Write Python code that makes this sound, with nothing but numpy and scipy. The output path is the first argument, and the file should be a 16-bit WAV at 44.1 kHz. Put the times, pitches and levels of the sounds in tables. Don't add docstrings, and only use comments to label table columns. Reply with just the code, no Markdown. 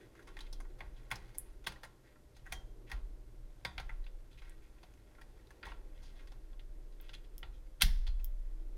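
import sys
import numpy as np
from scipy import signal
from scipy.fft import rfft, irfft, next_fast_len
from scipy.io import wavfile
from scipy.ndimage import map_coordinates

SR = 44100
rng = np.random.default_rng(int(sys.argv[2]) if len(sys.argv) > 2 else 0)


def generate_wav(signal):
    frames = np.transpose(np.atleast_2d(signal))
    scaled = np.clip(frames, -1, 1) * 32767
    pcm = np.round(scaled).astype(np.int16)
    wavfile.write(sys.argv[1], SR, pcm)


N = 386757
FREQS = np.fft.rfftfreq(8192, 1 / SR)


def amp(db):
    return 10 ** (np.asarray(db) / 20)


def unit_rms(x):
    return x / np.sqrt(np.mean(x ** 2) + 1e-20)


def along(points, hz):
    f, values = np.transpose(points)
    return np.interp(np.log(hz + 1), np.log(f + 1), values)


def curves(rows):
    times, *columns = np.transpose(rows)
    return [np.interp(np.arange(N) / SR, times, column) for column in columns]


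def wobble(rate):
    return map_coordinates(rng.standard_normal(int(N * rate / SR) + 4), [np.arange(N) * rate / SR])


def wavering(hz, waver_hz):
    phase = 2 * np.pi * np.cumsum(hz + waver_hz * wobble(2.5)) / SR
    return np.sqrt(2) * np.sin(phase + rng.uniform(0, 2 * np.pi))


def filtered(x, response):
    size = next_fast_len(N + SR // 2)
    return irfft(rfft(x, size) * response(np.fft.rfftfreq(size, 1 / SR)), size)[..., :N]


def add(track, start, sound):
    part = track[round(start * SR):][:len(sound)]
    part += sound[:len(part)]


def peaks(modes, f):
    centre, width, db = np.transpose(modes)[:, :, None]
    power = amp(2 * db) * (f * width) ** 2 / ((centre ** 2 - f ** 2) ** 2 + (f * width) ** 2)
    return np.sqrt(power.sum(axis=0))


def contact(gain, rise, t60, ragged_db, blow=0.0038):
    size = 2 * (len(gain) - 1)
    t = np.arange(size // 2) / SR
    lumps = np.repeat(rng.standard_normal(size // 64), 32)
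    envelope = amp(ragged_db * lumps - 60 * t / t60) * (1 - np.exp(-t / max(rise, 1e-4)))
    burst = rng.standard_normal(len(t)) * envelope
    burst[round(rise * SR)] += blow / max(rise, 3e-4)
    cepstrum = irfft(np.log(gain + 1e-6))
    cepstrum[1:size // 2] *= 2
    cepstrum[size // 2 + 1:] = 0
    sound = irfft(rfft(burst, size) * np.exp(rfft(cepstrum)))
    return sound / np.linalg.norm(sound) * np.sqrt(.002 * SR)


# frequency in Hz, relative level in dB.
ROOM_SPECTRUM = [(29, -28), (50, -5), (77, -26.5), (109, -17.5), (129, -18), (152, -27), (317, -29),
                 (498, -33.5), (561, -37), (616, -37), (727, -35.5), (1090, -39.5), (2680, -47),
                 (4730, -47.5), (14400, -51.5)]
# time in seconds, level of the 340 Hz band in dB, of the 117 Hz band in dB.
MURMUR_LEVELS = [(0.0, -61, -73), (0.14, -66.5, -70), (0.49, -65.5, -70.5), (1.25, -67.5, -66.5),
                 (1.71, -68.5, -74), (2.12, -72.5, -75.5), (2.37, -75, -66), (2.54, -69, -63.5),
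                 (2.83, -65.5, -67), (3.2, -69.5, -70.5), (3.79, -71, -67), (4.13, -74, -73),
                 (4.62, -72, -77), (5.06, -74, -76), (5.74, -64, -78), (6.03, -70.5, -72),
                 (7.16, -69.5, -74), (7.42, -69.5, -75), (7.64, -73, -72), (7.86, -80, -71),
                 (8.21, -81, -77), (8.4, -77.5, -78), (8.62, -67.5, -74), (8.77, -65.5, -73)]
# pitch in Hz, level in dB, pitch waver in Hz.
HUMS = [(123.3, -80, 2.4), (319, -81, 5), (518, -83, 2.4), (598.5, -81, 3.35)]


def room_tone():
    hiss, *noises = rng.standard_normal((3, N))
    bed = filtered(hiss, lambda f: amp(along(ROOM_SPECTRUM, f)) / (1 + (f / 14500) ** 40) * (f > 50))
    bands = [(340, 230, 0), (117, 31, 0)]
    murmur = sum(amp(db) * unit_rms(filtered(noise, lambda f: peaks([band], f) ** 2))
                 for noise, band, db in zip(noises, bands, curves(MURMUR_LEVELS)))
    hums = sum(amp(db + 3.5 * wobble(9)) * wavering(hz, waver_hz) for hz, db, waver_hz in HUMS)
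    return amp(-65.5) * unit_rms(bed) + murmur + hums


# frequency in Hz, t60 of the main tail in seconds.
WALL_DECAY = [(300, 0.32), (2000, 0.18), (6000, 0.13), (14000, 0.083)]


def walls(x):
    out, step = np.zeros(N), SR // 4
    for start in range(0, N, step):
        hz, t, noise = signal.stft(rng.standard_normal(SR // 2), SR, nperseg=256)
        fall_db = -60 * t / along(WALL_DECAY, hz)[:, None]
        near, far = amp(fall_db), amp(-16.5 + 0.22 * fall_db)
        _, tail = signal.istft(noise * (near + far), SR, nperseg=256)
        echo = signal.fftconvolve(x[start:start + step], tail / np.linalg.norm(tail))
        add(out, start / SR + 0.005, echo)
    return out


# pitch in Hz of the slow, main, upper and top tone.
ARM_HZ = [16, 30.5, 46, 68]
ARM_REST_DB = [-66, -70.5, -70.5, -75]
# start in seconds, rise in seconds,
# main sway in dB, its t60 in seconds, jolt of the upper tone in dB.
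PUSHES = [(.02, .05, -62, 0.37, -71), (.2, 0.41, -42.5, 1.1, -63), (.82, 0.11, -50, 1.8, -49.5),
          (1.13, 0.12, -53.5, 1.1, -56), (1.35, 0.16, -52, 1.7, -64), (2.33, 0.18, -50.5, 1.6, -62),
          (2.52, 0.15, -50, 2, -49.5), (2.91, 0.095, -42.5, 1.3, -41), (3.27, .17, -47.5, 0.77, -69),
          (3.74, 0.28, -39.5, 0.58, -46), (4.11, 0.052, -44, 0.46, -68), (4.34, .13, -47.5, 0.79, -56.5),
          (4.67, .05, -60, 1.8, -62), (5.1, 0.17, -54.5, 1.3, -66), (5.64, 0.13, -48.5, 12, -48),
          (6.22, 0.097, -53, 1.5, -54), (6.4, 0.15, -48, 6, -63), (6.66, 0.072, -52.5, 3.7, -55),
          (7.15, .06, -54.5, 0.79, -59), (7.3, 0.048, -49, 2.7, -65), (7.43, 0.051, -54, 2.3, -48.5),
          (7.6, 0.052, -51, .6, -65), (7.83, 0.027, -28.5, 2, -35), (8.06, 0.068, -38, 7.3, -38.5)]


def arm_sway():
    t = np.arange(0, N / SR, .005)
    start, sway_rise, sway_db, sway_t60, jolt_db = np.transpose(PUSHES)[:, :, None]

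    def swell(db, rise, t60):
        attack = np.clip((t - start) / rise, 0, 1)
        decay = amp(db - 60 * np.clip(t - start - rise, 0, None) / t60)
        level = np.linalg.norm(attack * decay, axis=0)
        return np.interp(np.arange(N) / SR, t, level)

    levels = [swell(sway_db - 5.5, sway_rise, 0.95 * sway_t60), swell(sway_db, sway_rise, sway_t60),
              swell(jolt_db, rise=0.033, t60=0.96), swell(jolt_db - 7.5, rise=0.033, t60=0.26)]
    return sum(np.hypot(level, amp(rest_db + 7 * wobble(6.5))) * wavering(hz, waver_hz=0.0254 * hz)
               for hz, level, rest_db in zip(ARM_HZ, levels, ARM_REST_DB))


def arm_kick(hz=46.1, db=-20, t60=.3):
    t = np.arange(SR // 2) / SR
    return amp(db - 60 * t / t60) * np.sin(2 * np.pi * hz * t) * (1 - np.exp(-t / 0.0069))


# pitch in Hz, relative level in dB, t60 in seconds.
DESK_MODES = [(63.4, -1, 0.48), (82, -9.5, .25), (116.4, 2, 0.16), (153.5, -2.5, 0.15),
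              (193.4, -11.5, 0.44), (221, -23.5, .15)]


def desk_thud():
    t = np.arange(SR // 2) / SR
    hz, db, t60 = np.transpose(DESK_MODES)[:, :, None]
    modes = amp(db - 60 * t / t60) * np.sin(2 * np.pi * hz * t)
    return modes.sum(axis=0) * (1 - np.exp(-t / 0.0023))


# centre in Hz, base width in Hz, relative level in dB.
BOARD_MODES = [(339, 100, -10.5), (515, 66, -9), (768, 63, -3), (877, 61, -5.5), (928, 21, -5.5),
               (1085, 29, -3), (1386, 19, 0), (1562, 99, -3.5), (1899, 61, -2), (2128, 67, -3.5),
               (2457, 97, -9.5), (2630, 190, -9), (3354, 400, -8.5), (3434, 62, -7.5), (3987, 110, -10),
               (4170, 110, -12.5), (4690, 86, -8), (5100, 750, -13.5), (6360, 480, -13), (8770, 840, -34.5),
               (9730, 960, -14), (12300, 1500, -28), (14300, 1800, -27)]
# time in seconds, level in dB before the treble cut.
RUB_LEVELS = [(0.0, -72.5), (0.44, -74), (0.63, -77), (1.25, -67.5), (1.81, -83), (2.39, -82),
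              (2.54, -64.5), (2.69, -83), (3.45, -79.5), (3.81, -72), (4.13, -77), (5.67, -73), (6.01, -78),
              (6.15, -70.5), (6.67, -81.5), (7.13, -78), (7.84, -81.5), (7.96, -86.5), (8.25, -77),
              (8.77, -77.5)]


def rubbing(treble_db=-7):
    rub_db, = curves(RUB_LEVELS)
    grains = rng.standard_normal(N) * amp(1.5 * wobble(40) + 3 * wobble(500))
    sound = unit_rms(filtered(grains, lambda f: peaks(np.multiply(BOARD_MODES, [1, 1.5, 1]), f)))
    treble = filtered(sound, lambda f: 1 / (1 + (3000 / (f + 1)) ** 4))
    return amp(rub_db) * (sound - treble + amp(treble_db) * treble)


# start in seconds, length in seconds, level in dB,
# first colour in Hz, last colour in Hz.
SCRAPES = [(0, 0.065, -67, 1860, 1810), (0.152, 0.064, -67, 1880, 1300), (0.27, 0.044, -60, 1100, 1400),
           (0.299, 0.079, -71, 1100, 1900), (.43, .07, -71, 1400, 2400), (0.821, 0.086, -68.5, 1400, 1900),
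           (0.959, 0.065, -69, 3400, 1990), (2.033, 0.13, -71, 1830, 1870),
           (2.345, 0.086, -71.5, 4000, 2960), (2.453, 0.034, -64, 1760, 1780),
           (2.866, 0.13, -63.5, 2440, 2180), (4.309, 0.066, -70.5, 3270, 3420),
           (4.374, 0.039, -62.5, 2500, 2800), (4.413, 0.15, -66.5, 2140, 1870),
           (4.616, 0.062, -71, 2340, 2300), (4.766, 0.043, -77, 1500, 1400),
           (5.365, 0.099, -75, 1900, 1900), (5.638, 0.11, -57.5, 2050, 1300),
           (5.691, 0.066, -63, 2000, 1000), (5.946, 0.09, -71.5, 3000, 2000),
           (6.017, 0.12, -66, 5070, 3000), (6.153, 0.059, -71, 3700, 2880), (6.186, 0.053, -65, 2550, 1460),
           (6.919, 0.031, -76, 4000, 3800), (7.01, 0.14, -69, 2730, 2960),
           (7.132, 0.031, -51.5, 2870, 3370), (7.239, .029, -71, 3000, 3020),
           (7.524, 0.072, -73.5, 3300, 3270), (7.808, 0.023, -32.5, 3300, 2000),
           (8.186, 0.03, -72.5, 2490, 3010)]


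def scrapes():
    out = np.zeros(N)
    board = peaks(np.multiply(BOARD_MODES, [1, 1.1, 1]), FREQS) ** 0.99
    for start, length, db, first_hz, last_hz in SCRAPES:
        progress = np.linspace(0, 1, round(length * SR))
        grit = rfft(rng.standard_normal(8192) * amp(3 * np.repeat(rng.standard_normal(128), 64)))
        colours = [peaks([(hz, 0.25 * hz, 0)], FREQS) ** 0.66 for hz in (first_hz, last_hz)]
        first, last = (unit_rms(irfft(grit * board * colour))[:len(progress)] for colour in colours)
        envelope = amp(db) * np.sin(np.pi * progress ** 0.59)
        add(out, start, envelope * ((1 - progress) * first + progress * last))
    return out


# start in seconds, pitch in Hz, level in dB,
# t60 in seconds.
CLIP_RINGS = [(.29, 3100, -70, .2), (0.405, 3200, -65.5, 0.35), (.405, 4040, -65, .25),
              (.53, 3220, -68, .25), (2.525, 3200, -48, 0.12), (2.55, 3190, -47.5, 0.17),
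              (2.67, 3220, -77, 0.43), (3.655, 3550, -54, 0.23), (3.655, 957, -51, 0.25),
              (7.829, 5240, -52, 0.37), (7.83, 9800, -60, .2), (8.066, 4170, -58, 0.22),
              (8.068, 4670, -68, 0.3), (8.14, 3360, -70, 0.18), (8.244, 5250, -65.5, .06)]


def spring_clips(rise_s=0.0064, flutter_hz=37, waver_share=.006):
    out, t = np.zeros(N), np.arange(SR // 2) / SR
    for start, hz, db, t60 in CLIP_RINGS:
        waver_hz = waver_share * hz * np.interp(t, np.linspace(0, .5, 30), rng.standard_normal(30))
        tone = np.sin(2 * np.pi * (hz * t + np.cumsum(waver_hz) / SR))
        flutter = amp(2.3 * np.sin(2 * np.pi * flutter_hz * t + rng.uniform(0, 2 * np.pi)))
        envelope = amp(db - 60 * t / t60) * (1 - np.exp(-t / rise_s))
        add(out, start, flutter * envelope * tone)
    return out


# start in seconds, relative level in dB, centre in Hz,
# t60 in seconds, bite at 3-6 kHz in dB.
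METAL_TICKS = [(1.3788, -46, 9100, .004, -32), (1.3842, -19.5, 9900, 0.02, -50),
               (4.496, -46.5, 8700, 0.023, -13), (7.013, -42, 13100, 0.014, -32),
               (7.381, -36, 11700, 0.016, -5.5), (8.245, -28, 13270, 0.028, -13)]


def metal_ticks(rebound_s=0.0088, rebound_db=-14.5):
    out, f = np.zeros(N), np.fft.rfftfreq(2048, 1 / SR)
    for start, db, hz, t60, bite_db in METAL_TICKS:
        metal = peaks([(hz, 0.26 * hz, 0), (1.28 * hz, 0.26 * hz, -7)], f) ** 2
        highpass = 1 / (1 + (0.61 * hz / (f + 1)) ** 6)
        bite = amp(bite_db) * peaks([(3300, 300, 0.5), (5280, 400, 2.5), (6400, 970, -3)], f)
        for lag, loss_db in [(0, 0), (rebound_s, rebound_db), (2 * rebound_s, 1.7 * rebound_db)]:
            tick = contact(metal * highpass + bite, 0.00011, t60, ragged_db=5.5, blow=0.005)
            add(out, start + lag, amp(db + loss_db - 11.5) * tick)
    return out


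# start in seconds, relative
# level in dB, pitch of the spot hit in Hz, colour in dB at 1 kHz, at 4 kHz and in the treble,
# hardness in dB (a harder tap rises faster and chatters less long).
TAPS = [(.151,-50.5,1900,-1,-21,-4,4), (.191,-45,1610,1,-17,-6,-4), (.207,-59,1600,0,-14,-5,0),
        (0.224,-52,1120,2,-1,3,-1), (.272,-46.5,1110,4,-4,3,-2), (.284,-48,1090,8,-6,1,3),
        (0.367,-37,1900,1.5,1.5,-6.5,0), (.389,-39.5,1790,1,-3,-3,3), (.405,-37,3870,5,10.5,8.5,1),
        (.465,-49,2400,-7,0,-6,0), (0.527,-37,5430,9,19,13,3.5), (.602,-40.5,1090,3.5,-9,2,2.5),
        (.649,-49.5,907,4,-17,-9,2), (.787,-48.5,1880,7,1,1,-4), (.805,-32,2050,0.5,-11,-17.5,-1.5),
        (1.104,-40,1570,-1,-8,5,7), (1.1133,-22,1090,-4,-2,-7.5,0), (1.123,-31.5,2240,10,-8,-12,4),
        (1.155,-37.5,5300,10,11,12,2), (1.346,-46.5,2120,11,7,15,-2), (1.64,-46.5,3460,-3,-6,0,-6),
        (1.664,-31.5,3300,1,-1,-3,-5), (1.669,-22,2070,5.5,1.5,-0.5,3.5), (1.719,-41.5,902,-3,0,2,3),
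        (1.758,-45.5,1880,1,-6,-11,6), (1.832,-34,1750,7,2.5,1.5,-6.5), (1.848,-41,1700,2,-12,0,2),
        (2.156,-52.5,1390,7,-25,-11.5,7), (2.365,-49.5,4060,6,-2,6.5,1),
        (2.463,-38.5,1570,-5.5,-30,-9,-0.5), (2.52,-38.5,2320,2,-1,2,-3), (2.523,-26,2380,4,1.5,4.5,0.5),
        (2.897,-41,1890,3,-8,-2,-5), (2.916,-28.5,1920,1,-0.5,-4,10), (2.9254,-43,2000,4,-13,-12,-3),
        (3.6494,-24,2140,0.5,-3,-8,5), (3.65,-28.5,4800,-17,7,-15,8.5), (3.777,-42,2250,0,4,-5,-1),
        (3.78,-27.5,2360,0.5,-0.5,-12,6), (3.798,-32.5,2160,4,-2,-5,2.5), (3.892,-34,2050,-4.5,-20,-21,-1),
        (4.039,-52.5,3980,-6,3,-8,0), (4.064,-44.5,2550,-1,4,-20,1.5), (4.417,-46.5,2200,4,0,-4,-5),
        (4.782,-58,2600,-2,-10,-15,3), (4.83,-43.5,715,7,-0.5,-2,0), (4.937,-56,2700,5,-5,9,7),
        (5.149,-52.5,1560,0,-10,-7,4), (5.183,-46,1510,-1,-22,-16,1), (5.213,-42.5,1680,1.5,-1,0,5),
        (5.47,-56,3860,-3,4,4,12.5), (5.505,-44.5,1720,4.5,-4,0,-1), (5.6295,-38,4800,-7,-3,-23,12.5),
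        (5.633,-33.5,1450,-6,-14,-23,5.5), (5.653,-36,2050,0,-2,-6,0), (5.666,-37.5,950,13,-16,1,7),
        (5.672,-42,890,22,-14,-4,7), (5.686,-46,2750,2,-2,-6,13), (5.719,-37.5,2830,10,-4,-16,10.5),
        (6.031,-53,4550,12,0,12,0), (6.272,-48.5,1920,-6,5,-1,1), (6.318,-46.5,2110,12,5,3,-1),
        (6.529,-54.5,1060,-1,3,-11,1), (6.594,-47,3000,-3,3,-10,3), (7,-50,3400,0,-2,-8,9),
        (7.093,-40.5,2880,0,5,-8,12), (7.14,-43,4050,-17,12,4,-2), (7.43,-33.5,2990,4.5,2.5,-16,11.5),
        (7.801,-46.5,3300,2,-7,-10,0), (7.811,-28.5,3400,-6,0,-1,6.5), (7.814,-24,1550,-4,-6,-4,-5),
        (7.8291,-30.5,1960,3.5,-7.5,4,1), (7.832,-37,2706,1,-7,12.5,0), (8.067,-38.5,3480,0,8,-2,-1),
        (8.073,-38.5,4600,3,8,-1,-1), (8.195,-52.5,2650,-5,1,0,2), (8.208,-56,1090,0.5,-7,4,5)]


def module_taps():
    direct, to_walls, desk = np.zeros((3, N))
    thud = desk_thud()
    lowpass = 1 / (1 + (FREQS / 6500) ** 4)
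    bass_loss = 1 + (400 / (FREQS + 1)) ** 2
    for start, db, spot_hz, low_db, mid_db, treble_db, hard_db in TAPS:
        rise = .0015 * amp(-0.4 * (db + 40.5) - hard_db)
        t60 = 0.044 * amp(0.02 * (db + 45.5) - 0.46 * hard_db)
        sheen_db = treble_db - 3.5 + 0.26 * (db + 38.5)
        tilt = [(1000, low_db), (2000, 0), (4000, mid_db), (6500, treble_db), (11000, sheen_db)]
        colour = amp(along(tilt, FREQS)) / bass_loss

        modes = np.array(BOARD_MODES, float)
        mode_hz, mode_width, mode_db = modes.T
        mode_hz *= 1 + 0.0089 * rng.standard_normal(len(modes))
        mode_width *= np.hypot(1, amp(2 * (db + 14.5) + 0.28 * hard_db))
        mode_db += 1.9 * rng.standard_normal(len(modes))
        blurred = peaks(modes * [1, 2.1, 1], FREQS) * colour
        add(to_walls, start, amp(db - 6.5) * contact(blurred, 0.00016, 0.0041, ragged_db=1.5))

        mode_db += 7 * np.exp(-(np.log(mode_hz / spot_hz) / 0.1) ** 2)
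        gain = peaks([*modes, (spot_hz, 0.06 * spot_hz, -0.5)], FREQS) ** 1.02 * colour
        body = contact(gain * lowpass, rise, t60, ragged_db=2.5, blow=0.0012)
        treble = contact(gain * (1 - lowpass), rise, t60, ragged_db=4.5, blow=0.0029)
        share = np.linalg.norm(gain * (1 - lowpass)) / np.linalg.norm(gain * lowpass)
        add(direct, start, amp(db - 7) * (body + share * treble) / np.hypot(1, share))
        add(desk, start + 0.00767, amp(db - 25.5) * thud)
    return direct, to_walls, desk


# centre in Hz, base width in Hz, relative level in dB.
LATCH_MODES = [(560, 220, -22), (1080, 265, -15.5), (1545, 136.3, -12), (2690, 150, -10.5), (2060, 230, -6),
               (3384, 330, -1), (4030, 230, -3.5), (4700, 250, -7.5), (5260, 300, -14), (5840, 270, -13),
               (9020, 570, -12), (10000, 500, -13), (11200, 780, -11.5), (13700, 1555, -15.5)]
# start in seconds, relative level
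# in dB, brightness in dB per octave.
SNAP_BLOWS = [(7.8205, -9.5, 0), (7.8224, -17, 0.5), (7.8235, -16.5, 1.5), (7.8268, -22.5, 2)]


def latch_snap():
    direct, to_walls = np.zeros((2, N))
    latch = peaks(LATCH_MODES, FREQS) ** 1.23
    for start, db, bright_db in SNAP_BLOWS:
        gain = latch * amp(bright_db * np.log2(FREQS / 3400 + .1))
        add(direct, start, amp(db - 7.5) * contact(gain, .0004, 0.0044, ragged_db=3.5, blow=.003))
    start, db, _ = SNAP_BLOWS[0]
    blurred = peaks(np.multiply(LATCH_MODES, [1, 2.2, 1]), FREQS)
    brighter = amp(along([(1000, -2.5), (4000, -0.5), (5400, 5.5), (7500, 0), (16000, 5)], FREQS))
    add(to_walls, start, amp(db - 6) * contact(blurred * brighter, .0002, .002, ragged_db=0, blow=.01))
    rattle = contact(blurred, rise=0.0023, t60=0.027, ragged_db=2.5)
    add(direct, start + .003, amp(db - 17.5) * rattle)
    add(direct, start + .014, amp(db - 23.5) * desk_thud())
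    add(direct, start + .0145, arm_kick())
    return direct, to_walls


def scene():
    taps, taps_to_walls, thuds = module_taps()
    snap, snap_to_walls = latch_snap()
    ticks = metal_ticks()
    friction = scrapes() + rubbing()
    echoes = amp(-10) * walls(taps_to_walls + snap_to_walls + friction + amp(-1.5) * ticks)
    close = taps + snap + spring_clips() + ticks + friction
    return (close + echoes + thuds + arm_sway() + room_tone())[None]


def record(dry):
    return filtered(dry, lambda hz: np.clip((16650 - hz) / 500, 0, 1))


dry = scene()
out = record(dry)
generate_wav(out)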